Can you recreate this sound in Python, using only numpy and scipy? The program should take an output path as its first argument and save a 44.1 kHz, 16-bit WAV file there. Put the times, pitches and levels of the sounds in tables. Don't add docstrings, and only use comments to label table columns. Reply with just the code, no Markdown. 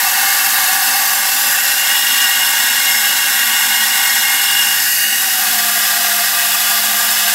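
import sys
import numpy as np
from scipy import signal
from scipy.fft import rfft, irfft
from scipy.io import wavfile
from scipy.ndimage import uniform_filter1d

SR = 44100
rng = np.random.default_rng(int(sys.argv[2]) if len(sys.argv) > 2 else 0)


def master_out(mix):
    frames = np.transpose(np.atleast_2d(mix))
    ceiling = np.clip(frames, -1, 1)
    pcm = np.round(ceiling * 32767).astype(np.int16)
    wavfile.write(sys.argv[1], SR, pcm)


def how_loud(loudness_db):
    steps = np.asarray(loudness_db, float) / 20
    return 10 ** steps


N = 323730
BLOCK_START = 821


def evened(x):
    return x / np.sqrt(np.mean(x ** 2) + 1e-20)


def wander(rate_hz):
    pole = np.exp(-2 * np.pi * rate_hz / SR)
    noise = rng.standard_normal(N + SR)
    return evened(signal.lfilter([1], [1, -2 * pole, pole ** 2], noise)[SR:])


# (time [s], place [0-3 along the bucket, 4 = hand in the water])
PLACE = [
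    (0, 0),
    (1.05, .1),
    (1.45, 1),
    (1.65, 1.1),
    (2.0, 2),
    (4.6, 2),
    (4.95, 3),
    (5.12, 3),
    (5.5, 4),
    (7.34, 4),
]


def microphone_place():
    return np.interp(np.arange(N) / SR, *np.transpose(PLACE))


def by_place(values):
    return np.interp(microphone_place(), np.arange(len(values)), values)


def ticks(throb_db=0.37, surge_db=0.4, gust_db=0.27):
    strikes = rng.standard_normal(N) * (rng.random(N) < .75)
    pole_hz = 51.9 * (1 + 0.01 * wander(1.1))
    poles = np.cos(2 * np.pi * np.cumsum(pole_hz) / SR)
    force_db = throb_db * poles + surge_db * wander(21.0) + gust_db * wander(60.)
    return evened(strikes * how_loud(force_db))


def ringing(modes, low_db, high_db, ripple_db=.9, size=8192):
    hz = abs(np.fft.fftfreq(size, 1 / SR))
    high = 1 / (1 + (3500 / (hz + 1)) ** 16)
    power = how_loud(2 * low_db) * np.minimum(hz / 600, 1) ** 4 + how_loud(2 * high_db) * high
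    for mode_hz, width_hz, db in modes:
        power = power + how_loud(2 * db) / (1 + (2 * (hz - mode_hz) / width_hz) ** 2) ** 2
    ripple = uniform_filter1d(rng.standard_normal(size), size=9)
    ripple = evened(uniform_filter1d(ripple, size=9))
    ripple /= np.sqrt(1 + (hz / 9000) ** 2)
    mirrored = ripple[np.round(hz * size / SR).astype(int)]
    log_gain = np.log(np.sqrt(power + 1e-9) * how_loud(ripple_db * high * mirrored))
    spectrum = np.exp(np.conj(signal.hilbert(log_gain)))
    taps = np.fft.ifft(spectrum).real[:size // 2]
    return taps / np.linalg.norm(taps)


def drift(x, patch_db=.9, frames_size=40, bins_size=3):
    z = signal.stft(x, nperseg=1024, noverlap=768)[2]
    patches = uniform_filter1d(rng.standard_normal(z.shape), bins_size, 0)
    patches = uniform_filter1d(patches, frames_size, 1)
    gain = how_loud(patch_db * evened(patches))
    return evened(signal.istft(z * gain, nperseg=1024, noverlap=768)[1][:N])


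# (frequency [Hz], width [Hz], near the rim [dB], sinking in [dB], over the water [dB], drawing back [dB])
WALL = [(560, 95, -17.5, -15, -18, -20), (750, 44, 1.5, -2.5, -8, -9), (796, 66, 4, -0.5, -2.5, -5.5),
        (926, 147, -4, -7, -5.5, -12), (1138, 117, -1.5, -5.1, -5, -11), (1186, 62, -1, -9.0, -27, -11),
        (1477, 140, 0.2, 0, 0.1, -3), (1515, 73, -6, 0, -2.5, -4), (1638, 76, 4, 4, 5, -3),
        (1730, 230, 2, 0.5, -5, -3), (1894, 120, 2, 2, 4, 2), (2168, 135, -3.5, -18, -5, -8),
        (2423, 230, -10, -7.5, -7.5, -14), (2590, 230, -8, -14, -28, -6), (2681, 49, 4.5, 4.5, 0, -11),
        (2960, 320, -6, -9.5, -31, -7), (3255, 114, -6.3, -4, -1, -8), (3500, 160, -6.5, -6, -12, -8)]
AIR = [(3700, 660, -11, -9, -6.5, -25.0), (3830, 200, -6.5, -16, -25.0, -7), (4010, 38, -7, 0, -1.5, -9),
       (4290, 220, -4.5, -9, -9.5, -11), (4594, 180, -3, -11, -6.5, -4), (4850, 530, -6.5, -5.5, -15, -10),
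       (5170, 210, -12.0, -10, -11, -2), (5314, 166, -3.5, -3.5, -1.2, -7),
       (5820, 360, -8.5, -5, -12.5, -6.5), (6200, 136, -2.5, -8.5, -3, -6),
       (6560, 530, -6.6, -8.7, -10, -9), (6890, 140, -20.6, -1.5, -5, -10), (7110, 400, -8, -13, -11, -7.0),
       (7400, 420, -6.8, -2.5, -7, -11),
       (7780, 260, -5.5, -4, -6.5, -5), (8340, 260, -5.5, -9, -6.5, -13.3),
         (8540, 690, -14, -14, -24, -6.5), (8840, 470, -8, -11, -8.5, -25.0),
         (9450, 750, -10, -9, -15.5, -12), (10380, 790, -7, -7, -11, -10.1), (11050, 640, -8, -6, -9, -8.7),
         (11580, 630, -2.0, -3.5, -6, -0.5), (12250, 620, -3, -2.5, -11, -25.0),
         (12650, 450, -20, -8, -9, -8), (12850, 630, -7.8, -8.6, -8.8, -8), (13700, 550, -7, -9.5, -11, -9),
         (14700, 700, -9, -10, -14, -8), (15000, 740, -8.2, -9.3, -13, -13.7)]
CROSS = [(4990, 70, -14, -14, -9, -12), (5290, 49, -11, -2, 0.5, -10), (5470, 55, -14, -13, -3.5, -12),
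         (5760, 83, -6, -12, -5, -14), (7870, 90, -10, -8, -3, -12), (9020, 120, -10, -7, -4.5, -14),
         (11525, 210, -9, -7, -2, -10), (12530, 90, -5, -10, -10, -12), (13780, 180, -15, -14, -7, -16),
         (16100, 840, -6, -11, -10, -10)]
# (frequency [Hz], width [Hz], level [dB])
HAND = [(543, 115, -21), (781, 88, -4), (934, 290, -9.5), (1175, 110, -5.5), (1423, 96, -2.2),
        (1637, 190, 2), (1730, 58, -11), (1900, 110, 1.5), (2105, 200, -5), (2210, 108, -16),
        (2390, 172, -11), (2580, 150, -2.0), (2800, 51, 0.5), (2940, 320, -4), (3244, 1100, -14),
        (3415, 150, -4.5), (3760, 76, -3), (4260, 180, -9.5), (4607, 220, -7), (4840, 150, -5),
        (5230, 220, -3.5), (5640, 300, -14), (6100, 320, -16), (7500, 1600, -10), (8300, 223, -11),
        (11670, 1344, -4), (12755, 813, -14)]
PINS_DB = (-13, -13.5, -13.5, -14, -13)


def bucket_modes(hits):
    free = np.array(WALL + AIR + CROSS)
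    bodies = [ringing(free[:, [0, 1, 2 + k]], -48.0, -14.5) for k in range(4)]
    bodies.append(ringing(HAND, -30.0, -9.5))
    place, heard = microphone_place(), np.zeros(N)
    for k, body in enumerate(bodies):
        nearness = np.maximum(1 - abs(place - k), 0)
        heard += signal.oaconvolve(hits * nearness, body)[:N]
    return how_loud(by_place(PINS_DB)) * rim_echo(drift(heard))


def sing(hits, modes, place_db, swells, factor=1):
    t, out = np.arange(N) / SR, np.zeros(N)
    for hz, width_hz in modes:
        turn = np.exp(2j * np.pi * np.cumsum(hz * factor * np.ones(N)) / SR)
        pole = np.exp(-np.pi * width_hz / SR)
        elsewhere = np.roll(hits, rng.integers(N))
        envelope = signal.lfilter([1], [1, -2 * pole, pole ** 2], elsewhere / turn)
        out += evened((turn * envelope).real)
    swell_db = sum(db * np.exp(-((t - s) / half) ** 2) for s, db, half in swells)
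    return how_loud(by_place(place_db) + swell_db) * evened(out)


# (time [s], level [dB], half length [s])
PAIR = [((2800, 48), (2880, 51)), (-33.5, -28.5, -23, -28.5, -45), [(2.15, 3, 0.31), (4.58, 3.5, 0.17),
        (5.13, 7.5, 0.15), (5.33, 12, 0.066)]]
CORE = [((2838, 28),), (-40, -36, -33, -36, -55), [(2.12, 12, 0.26), (4.62, 16, 0.17), (5.12, 10, 0.15)]]
RIM = [((2142, 48),), (-32.5, -34.5, -30, -39, -52), [(0, 6, .3), (2.2, -5, .12), (3.0, 4.5, .3),
       (4.05, 6, .4)]]
LIP = [((3465, 60),), (-42, -39, -34, -47, -52), [(4.6, 3.5, .3)]]
WRIST = [((1195, 42),), (-60, -60, -60, -53, -35), [(6.65, 5.4, 0.26)]]
PALM = [((3420, 52),), (-60, -60, -60, -60, -40), [(6.65, 9.8, .5)]]
BELLY = [((700, 22),), (-80, -80, -80, -47, -33), [(6.0, 1.6, .3), (5.3, 9.1, .12)]]


def strong_modes(hits):
    steady = sum(sing(hits, *mode) for mode in (PAIR, CORE, RIM, LIP, WRIST, PALM))
    sink_s, settle_s, pitch_share = 5.22, .45, 0.112
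    still_free = np.clip(1 - (np.arange(N) / SR - sink_s) / settle_s, 0, 1)
    return steady + sing(hits, *BELLY, 1 + pitch_share * still_free)


# (frequency [Hz], level per Hz [dB])
DRONE = [(12, -61), (20, -31), (59, -28), (86, -18.5), (146, -12.5), (187, -8), (217, -8), (263, -0.5),
         (301, -11.5), (332, -9), (460, -18.5), (486, -10), (520, -6.5), (680, -48), (1140, -120)]
# (start [s], end [s], frequency [Hz], wavering [Hz], rms level [dB])
TONES = [(0, 4.4, 93, 3.2, -64), (4.5, 7.4, 30.5, 1.5, -70), (4.45, 5.05, 125.5, 5.4, -53),
         (5.2, 7.4, 119, 2.7, -62.5), (5.5, 7.4, 162, 2.7, -55), (0, 1.9, 217, 6, -53.5),
         (1.7, 3.8, 226, 5, -48.5), (3.5, 4.3, 220, 8, -46.5), (4.5, 4.75, 208, 7, -47),
         (5, 7.4, 210.5, 2, -44), (2, 3.3, 254, 4.6, -54.5), (1.8, 1.96, 265, 8.3, -48),
         (3, 6.2, 269, 5.3, -53), (0, 3.3, 555.5, 1.8, -50), (-1, 3.4, 585.5, 4, -52),
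         (1.5, 3.4, 613.5, 2.7, -56.5), (5.2, 7.4, 576, 3, -55.5), (6, 7, 506, 7.1, -51.5)]


def motor():
    table_hz, table_db = np.transpose(DRONE)
    hz = np.fft.rfftfreq(N, 1 / SR)
    gain = how_loud(np.interp(np.log(hz + 1), np.log(table_hz + 1), table_db))
    out = evened(irfft(rfft(rng.standard_normal(N)) * gain, N))
    level_db = by_place((-45, -45.5, -46.5, -43.5, -46.5))
    out *= how_loud(level_db + 1.5 * wander(2))
    t = np.arange(N) / SR
    for start, end, tone_hz, width_hz, db in TONES:
        turns = 2 * np.pi * tone_hz * t
        fade = np.clip(np.minimum(t - start, end - t) / .15 + .5, 0, 1)
        tone = (2.7 + wander(width_hz)) * np.cos(turns) + wander(width_hz) * np.sin(turns)
        out += how_loud(db) * fade * evened(tone)
    return out


# (middle [s], half length [s], share [ratio], delay [ms], change of delay [ms/s])
SWINGS = [
    (1.3, .3, 0.17, .9, -0.53),
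    (5.048, 0.18, 0.35, .47, 0.24),
]


def rim_echo(x):
    t, out = np.arange(N) / SR, x
    for s, half, share, delay_ms, slide_ms in SWINGS:
        near = share * np.exp(-((t - s) / half) ** 2)
        delay_s = np.clip(delay_ms + slide_ms * (t - s), 0, 2) / 1000
        late = np.interp(t - delay_s, t, x)
        out = (out + near * late) / np.sqrt(1 + near ** 2)
    return out


def scene():
    hits = ticks()
    pins = bucket_modes(hits) + strong_modes(hits)
    return np.tile(pins + motor(), (2, 1))


FILL_S = [.251, .738, .947, .994, 1.017, 1.11, 1.481, 1.714, 2.782, 3.966, 4.198, 5.336, 5.591, 5.731,
          6.451, 6.543, 6.729, 6.752, 7.101, 7.263]


def noise_fills(mid, share=0.59, size=2048):
    side, n = np.zeros(N + size), np.arange(size)
    window = signal.windows.kaiser_bessel_derived(size, 4 * np.pi)
    for s in FILL_S + FILL_S[::2]:
        low_hz, wide_hz = rng.uniform(4100, 14400), 1450
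        at = BLOCK_START + round((s * SR - BLOCK_START) / (size / 2) - 1) * size // 2
        bins = round(low_hz * size / SR) + np.arange(round(wide_hz * size / SR))
        phases = 2 * np.pi / size * np.outer(bins + .5, n + .5 + size / 4)
        waves = window * np.cos(phases)
        level = np.sqrt(np.mean((waves @ mid[at:at + size]) ** 2)) * 4 / size
        side[at:at + size] += share * level * rng.standard_normal(len(bins)) @ waves
    return side[:N]


def top_cut(x):
    return signal.sosfilt(signal.butter(12, 17080, fs=SR, output="sos"), x)


def record(dry):
    dry = dry / (1 + abs(dry / .9) ** 6) ** (1 / 6)
    low_pass = signal.firwin(2047, 15770, window=("kaiser", 11), fs=SR)
    dry = signal.oaconvolve(dry, low_pass[None], "same")
    side = noise_fills(dry[0])
    return top_cut(dry + np.array([side, -side]))


dry = scene()
out = record(dry)
master_out(out)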